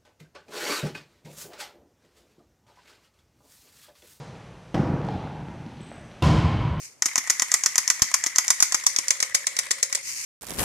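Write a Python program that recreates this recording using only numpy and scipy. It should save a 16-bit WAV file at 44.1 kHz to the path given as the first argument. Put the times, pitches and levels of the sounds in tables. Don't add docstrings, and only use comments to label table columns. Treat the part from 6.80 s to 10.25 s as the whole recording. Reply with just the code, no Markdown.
import sys
import numpy as np
from scipy import signal
from scipy.fft import rfft, irfft, next_fast_len
from scipy.io import wavfile
from scipy.ndimage import uniform_filter1d

SR = 44100
rng = np.random.default_rng(int(sys.argv[2]) if len(sys.argv) > 2 else 0)


def unload_audio(sound):
    columns = np.transpose(np.atleast_2d(sound))
    steps = np.round(np.clip(columns, -1, 1) * 32767)
    wavfile.write(sys.argv[1], SR, steps.astype(np.int16))


N = 152145
ALIKE = 0.47


def amp(db):
    return 10 ** (np.asarray(db) / 20)


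def unit(x):
    return x / np.sqrt(np.mean(x ** 2) + 1e-20)


def levelled(x, span_s):
    return x / np.sqrt(np.mean(x[:, :int(span_s * SR)] ** 2) + 1e-20)


def along(points, hz):
    point_hz, value = np.transpose(points)
    return np.interp(np.log(hz + 1), np.log(point_hz + 1), value)


def curve(rows):
    return np.interp(np.arange(N) / SR, *np.transpose(rows))


def filtered(x, response):
    n = x.shape[-1]
    padded = next_fast_len(n + 4096)
    gain = response(np.fft.rfftfreq(padded, 1 / SR))
    return irfft(rfft(x, padded) * gain, padded)[..., :n]


def coloured(x, points, size=2048):
    cepstrum = irfft(np.log(amp(along(points, np.fft.rfftfreq(size, 1 / SR)))))
    cepstrum[1:size // 2] *= 2
    cepstrum[size // 2 + 1:] = 0
    impulse = irfft(np.exp(rfft(cepstrum)))
    return signal.fftconvolve(x, impulse[None], axes=1)[:, :x.shape[1]]


def pair(n, alike=ALIKE):
    z, alike = rng.standard_normal((3, n)), np.clip(alike, 0, 1)
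    return np.sqrt(alike) * z[0] + np.sqrt(1 - alike) * z[1:]


def wobble(hz):
    return unit(filtered(rng.standard_normal(N), lambda f: 1 / (1 + (f / hz) ** 2)))


# (frequency [Hz], relative level [dB])
AIR_COLOUR = [(25, -23), (60, -14), (105, -2.5), (170, -8.5), (400, -9.5), (1000, -11.5), (3000, -22),
              (14000, -40)]
AIR_DB = -63


def air():
    return amp(AIR_DB) * unit(coloured(pair(N), AIR_COLOUR))


# (time [s], level [dB])
WHIRR_LEVEL = [(0, -42), (.055, -40.5), (.11, -52.5), (.17, -60.5), (.25, -61), (3.19, -68), (3.235, -38.5),
               (3.29, -30.5), (3.34, -33), (3.45, -32.5)]
# (frequency [Hz], relative level [dB])
WHIRR_COLOUR = [(400, -24), (720, -46), (950, -19), (1550, -18), (2150, -4.5), (2700, -9.5), (3400, -21.5),
                (4770, -6), (6500, -1), (8600, -10), (14500, -19.5)]


def whirr():
    grain = amp(1.7 * wobble(190))
    hiss = unit(coloured(rng.standard_normal((2, N)) * grain, WHIRR_COLOUR))
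    return amp(curve(WHIRR_LEVEL)) * hiss


# (time [s], share of the swing)
TURN = [(1.6, 0.0041), (1.95, 0.28), (2.3, .9), (2.6, 0.99)]
LAG_S = .0005


def add(out, s, x):
    lag = LAG_S * np.interp(s, *np.transpose(TURN))
    for port, start in enumerate((s + lag / 2, s - lag / 2)):
        part = out[port, int(start * SR):][:x.shape[1]]
        part += x[port, :len(part)]


def ring(modes, t):
    hz, db, t60 = np.transpose(modes)[:, :, None]
    z = rng.standard_normal((4, len(modes), 1))
    detuned_hz = hz * (1 + 0.01 * z[0])
    phase = 2 * np.pi * detuned_hz * t + hz / 8000 * z[2:]
    decay = amp(db + 1.95 * z[1] - 60 * t / t60)
    onset = 1 - np.exp(-t / 0.00033)
    return (decay * np.sin(phase)).sum(1) * onset


# (frequency [Hz], relative level [dB], t60 [s])
GEARBOX_MODES = [(4596, -10, 0.035), (5066, -6, 0.018), (5703, -1.5, 0.026), (5850, -2, 0.023),
                 (6350, -3, 0.016), (6800, -3.5, 0.0083), (7390, -5, 0.051), (9890, -12.5, 0.031)]
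# (frequency [Hz], relative level [dB], t60 [s])
SHELL_MODES = [(744, -12.5, 0.028), (1068, -2, 0.026), (1254, -9, 0.05), (1450, -4.5, 0.03),
               (1946, 3, .032), (2230, 0.5, 0.025)]
# (frequency [Hz], relative level [dB])
SNAP_COLOUR = [(1500, -47), (2800, -24), (4000, -18), (5200, -4.5), (6400, 0.5), (7300, -3), (8300, -13.5),
               (11000, -14), (14500, -24.5)]
# (frequency [Hz], relative level [dB])
KNOCK_COLOUR = [(200, -31), (600, -16), (1050, -2), (1600, -5.5), (2000, 1), (2800, -11), (3500, -8),
                (5000, -24)]
CRACK_HZ, CRACK_RISE_S = 6427, 0.00014
KNOCK_ALIKE = 0.81


def impact(rows, voice):
    crack_db, snap_db, snap_t60, gearbox_db, knock_db, knock_t60, shell_db = voice
    out, t = np.zeros((2, N)), np.arange(SR // 16) / SR
    u = t / CRACK_RISE_S
    for s, first_db, rebound_ms, rebound_db, body_db, *_ in rows:
        for at, db in ((s, first_db), (s + rebound_ms / 1e3, rebound_db)):
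            hz = CRACK_HZ * (1 + .035 * rng.standard_normal())
            port_phase = 0.48 * rng.standard_normal((2, 1))
            crack = u ** 2 * np.exp(-u) * np.sin(2 * np.pi * hz * t + port_phase)
            snap_decay = amp(-60 * t / snap_t60) + 1.14 * amp(-60 * t / 0.0024)
            snap = coloured(pair(len(t)) * snap_decay, SNAP_COLOUR)
            parts = ((crack_db, crack), (snap_db, snap), (gearbox_db, ring(GEARBOX_MODES, t)))
            add(out, at, sum(amp(db + part_db) * levelled(part, 0.0012) for part_db, part in parts))
        knock = coloured(pair(len(t), KNOCK_ALIKE) * amp(-60 * t / knock_t60), KNOCK_COLOUR)
        knock = amp(knock_db) * levelled(knock, 0.014)
        shell = amp(shell_db) * levelled(ring(SHELL_MODES, t), 0.0086)
        add(out, s, amp(body_db) * (knock + shell))
    return out


# (time [s], snap level [dB], rebound delay [ms],
# rebound level [dB], shell knock level [dB])
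CLACKS = [(0.2221, -14.5, 1.54, -13, -27.5), (0.3574, -11, 1.65, -19.9, -27.5),
          (0.4744, -23.4, 4.37, -30.4, -35), (0.597, -11.5, 1.8, -19.9, -30.5),
          (0.7173, -11, 1.5, -21, -30.5), (0.8368, -13, 2.0, -24, -33.5), (0.957, -13.5, 2.11, -22, -32),
          (1.0776, -12.5, 2.0, -18.3, -32), (1.195, -29, 1.37, -43, -39.5), (1.315, -27, 2, -33, -37.8),
          (1.4395, -14.5, 2.0, -20, -31.5), (1.56, -14, 1.7, -19.8, -34), (1.6808, -12, 1.44, -21, -33),
          (1.8037, -9, 2.0, -18, -30.5), (1.9225, -14.5, 1.4, -18, -30.5), (2.0385, -27, 1.6, -29, -38.5),
          (2.1631, -10.5, 3.0, -31, -29.5), (2.283, -12, 2.8, -29, -34.5), (2.4032, -14.5, 1.8, -19, -31.5),
          (2.7668, -16, 2.3, -23, -32), (3.127, -17, 1.295, -20, -30)]
# (crack level [dB], snap level [dB], snap t60 [s], gearbox ring level [dB],
# knock level [dB], knock t60 [s], shell ring level [dB])
CLACK_VOICE = (0, -7, 0.04, -13, -4.5, 0.06, -1.5)


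def action():
    return impact(CLACKS, CLACK_VOICE)


# (time [s], snap level [dB], rebound delay [ms],
# rebound level [dB], shell knock level [dB], thump level [dB], thump frequency [Hz])
SHOTS = [(0.2582, -13.5, 4.1, -15, -31, -41.5, 296), (0.3797, -12, 3.6, -16, -30, -40, 275),
         (0.4995, -10.5, 3.74, -10, -24.4, -44, 362), (0.6209, -13.5, 2.0, -15, -27.5, -42.3, 284),
         (0.7402, -7.5, 1.7, -16, -24, -44.5, 386), (0.8607, -9, 1.85, -13, -26, -46, 384),
         (0.9807, -9.5, 1.56, -11.5, -25.5, -44, 355), (1.101, -8, 1.6, -11.5, -25, -48.5, 346),
         (1.2204, -5.5, 2.2, -12, -26, -37, 235), (1.341, -9.5, 1.46, -10, -25, -64, 440),
         (1.4639, -16, 4.5, -16.5, -31.5, -42, 314), (1.5839, -8, 1.54, -11, -24, -43.1, 350),
         (1.7039, -5.5, 1.85, -11.2, -25, -50.5, 333), (1.825, -7.0, 1.4, -8.5, -23.5, -42, 337),
         (1.945, -12.5, 2.6, -11.5, -24.5, -43.5, 300), (2.0652, -10, 1.7, -5.5, -24, -55, 340),
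         (2.1871, -12, 2.4, -23, -31, -43, 317), (2.3065, -8.5, 1.8, -14, -25, -45, 470),
         (2.427, -10, 4.1, -22, -24.5, -46.5, 484), (2.547, -14, 2.8, -9.5, -23.5, -44.3, 557),
         (2.6695, -10, 2, -18, -28.5, -60, 537), (2.7891, -13, 1.47, -14, -27, -46, 516),
         (2.9091, -16, 5.0, -11, -26, -41, 463), (3.0291, -9, 3.9, -16, -30.5, -41, 537),
         (3.15, -15.5, 4.55, -16.5, -33, -41.5, 547)]
# (crack level [dB], snap level [dB], snap t60 [s], gearbox ring level [dB],
# knock level [dB], knock t60 [s], shell ring level [dB])
SLAM_VOICE = (-1, -3, 0.0411, -14, -3, 0.06, -1.5)
# (frequency [Hz], relative level [dB])
GRIND_COLOUR = [(300, -26.5), (700, -13), (1100, 0), (1500, -8.5), (2100, -4.5), (2900, -7.5), (4200, -8),
                (6300, -4), (8500, -6.5), (14000, -18)]
THUMP_T60_S = .02
RUSH_S, RUSH_DB = 0.0026, -28


def piston():
    out, t = np.zeros((2, N)), np.arange(SR // 16) / SR
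    for s, *_, db, hz in SHOTS:
        envelope = amp(-60 * t / THUMP_T60_S) * (1 - np.exp(-t / 0.00096))
        thump = np.sin(2 * np.pi * hz * t) * envelope * np.ones((2, 1))
        add(out, s, amp(db) * levelled(thump, .01))
        swell = np.exp(-((t - 2 * RUSH_S) / RUSH_S) ** 2)
        rush = unit(coloured(pair(len(t)), GRIND_COLOUR)) * swell
        add(out, s - 2 * RUSH_S, amp(RUSH_DB) * rush)
    return out + impact(SHOTS, SLAM_VOICE)


SAG_FROM_HZ, SAG_HZ_PER_S = 2170, 2300
WAVER_HZ, WHINE_WIDTH_HZ, WHINE_ROUGH_DB = 74.96, 193, 3
WHINE_DB, LOAD_DB_PER_S, GRIND_DB = -42.5, 37, -43.5
WIND_S, RELEASE_S = .104, 3.215
HUM_HZ, HUM_WIDTH_HZ, HUM_DB = 548, 52, -61


def gears():
    t, slams = np.arange(N) / SR, np.array(SHOTS)[:, 0]
    since = t - slams[np.maximum(np.searchsorted(slams, t) - 1, 0)]
    active = (since > 0) & (since < WIND_S) & (t < RELEASE_S)
    winding = uniform_filter1d(active * 1.0, size=300)
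    since = np.clip(since, 0, WIND_S)

    mesh_hz = SAG_FROM_HZ - SAG_HZ_PER_S * since + WAVER_HZ * wobble(60.6)
    phase = 2 * np.pi * np.cumsum(mesh_hz) / SR

    def flutter():
        return filtered(pair(N), lambda hz: 1 / (1 + (hz / WHINE_WIDTH_HZ) ** 2))

    carrier = flutter() * np.cos(phase) + flutter() * np.sin(phase)
    whine = unit(carrier * amp(WHINE_ROUGH_DB * wobble(77)))
    teeth = amp(5.4 * wobble(120))
    grind = unit(coloured(pair(N) * teeth, GRIND_COLOUR))
    hum_noise = pair(N, KNOCK_ALIKE)
    hum = unit(filtered(hum_noise, lambda hz: 1 / (1 + ((hz - HUM_HZ) / HUM_WIDTH_HZ) ** 2)))

    turn = curve(TURN)
    mesh = amp(WHINE_DB + LOAD_DB_PER_S * since) * whine + amp(GRIND_DB) * grind
    return winding * (turn * amp(HUM_DB) * hum + amp(-1.5 * turn) * mesh)


# (frequency [Hz], t60 [s])
YARD_DECAY = [(500, 0.2), (1000, 0.28), (2200, 0.54), (3200, 0.57), (6000, 0.4), (14000, 0.45)]
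YARD_DB, YARD_DELAY_S = -11.5, 0.0069
WALL_S, WALL_SPREAD_S, WALL_DB = 0.021, 0.015, -20.5


def yard(x, count=8):
    out = np.zeros((2, N))
    for piece in np.array_split(np.arange(N), count):
        hz, t, z = signal.stft(rng.standard_normal((2, SR // 2)), SR, nperseg=256)
        decay = amp(-60 * t / along(YARD_DECAY, hz)[:, None])
        tail = signal.istft(z * decay, SR, nperseg=256)[1]
        t = np.arange(tail.shape[1]) / SR
        tail = tail * np.clip(t / YARD_DELAY_S - .5, 0, 1)
        wall_decay = (t > WALL_S) * np.exp(-np.abs(t - WALL_S) / WALL_SPREAD_S * 2)
        wall = rng.standard_normal(tail.shape) * wall_decay
        answer = amp(YARD_DB) * tail / np.linalg.norm(tail[0])
        answer = answer + amp(WALL_DB) * wall / np.linalg.norm(wall[0])
        wet = signal.fftconvolve(x[:, piece], answer, axes=1)[:, :N - piece[0]]
        out[:, piece[0]:piece[0] + wet.shape[1]] += wet
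    return out


PUFF_S, PUFF_HZ, PUFF_T60_S = 1.2203, 100, 0.019
PUFF_DB, PUFF_PAN_DB = -20.5, 7


def puff():
    t = np.maximum(np.arange(N) / SR - PUFF_S, 0)
    push = amp(PUFF_DB - 60 * t / PUFF_T60_S) * np.sin(2 * np.pi * PUFF_HZ * t)
    return push * amp([[PUFF_PAN_DB], [-PUFF_PAN_DB]])


# (frequency [Hz], gain [dB])
TURNED_COLOUR = [(200, -1.5), (580, 3.5), (800, -1.5), (1300, -2), (2000, -2), (3200, 2), (4200, 3.5),
                 (6300, -3), (8000, 2.5), (14000, -2)]


def turned_away(gun, turn):
    return (1 - turn) * gun + turn * coloured(gun, TURNED_COLOUR)


PAN_DB, TURNED_PAN_DB = 0.53, 1.5
TURNED_WET_DB = -1


def scene():
    turn = curve(TURN)
    gun = turned_away(action() + piston() + gears(), turn)
    sound = whirr() + gun + amp(TURNED_WET_DB * turn) * yard(gun)
    pan = amp((PAN_DB + TURNED_PAN_DB * turn) * np.array([[.5], [-.5]]))
    return air() + pan * sound + puff()


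# (frequency [Hz], left over mid [dB])
PORT_COLOUR = [(100, 1), (1000, 0.5), (5500, 1), (7200, 0.5), (8500, -6.5), (12000, -2)]
CLIP_TOP, TOP_HZ = 0.87, 14700


def record(dry):
    x = filtered(dry, lambda hz: amp(along(PORT_COLOUR, hz) * np.array([[1], [-1]])))
    x = x / (1 + np.abs(x / CLIP_TOP) ** 6) ** (1 / 6)
    return filtered(x, lambda hz: 1 / (1 + (hz / TOP_HZ) ** 60))


dry = scene()
out = record(dry)
unload_audio(out)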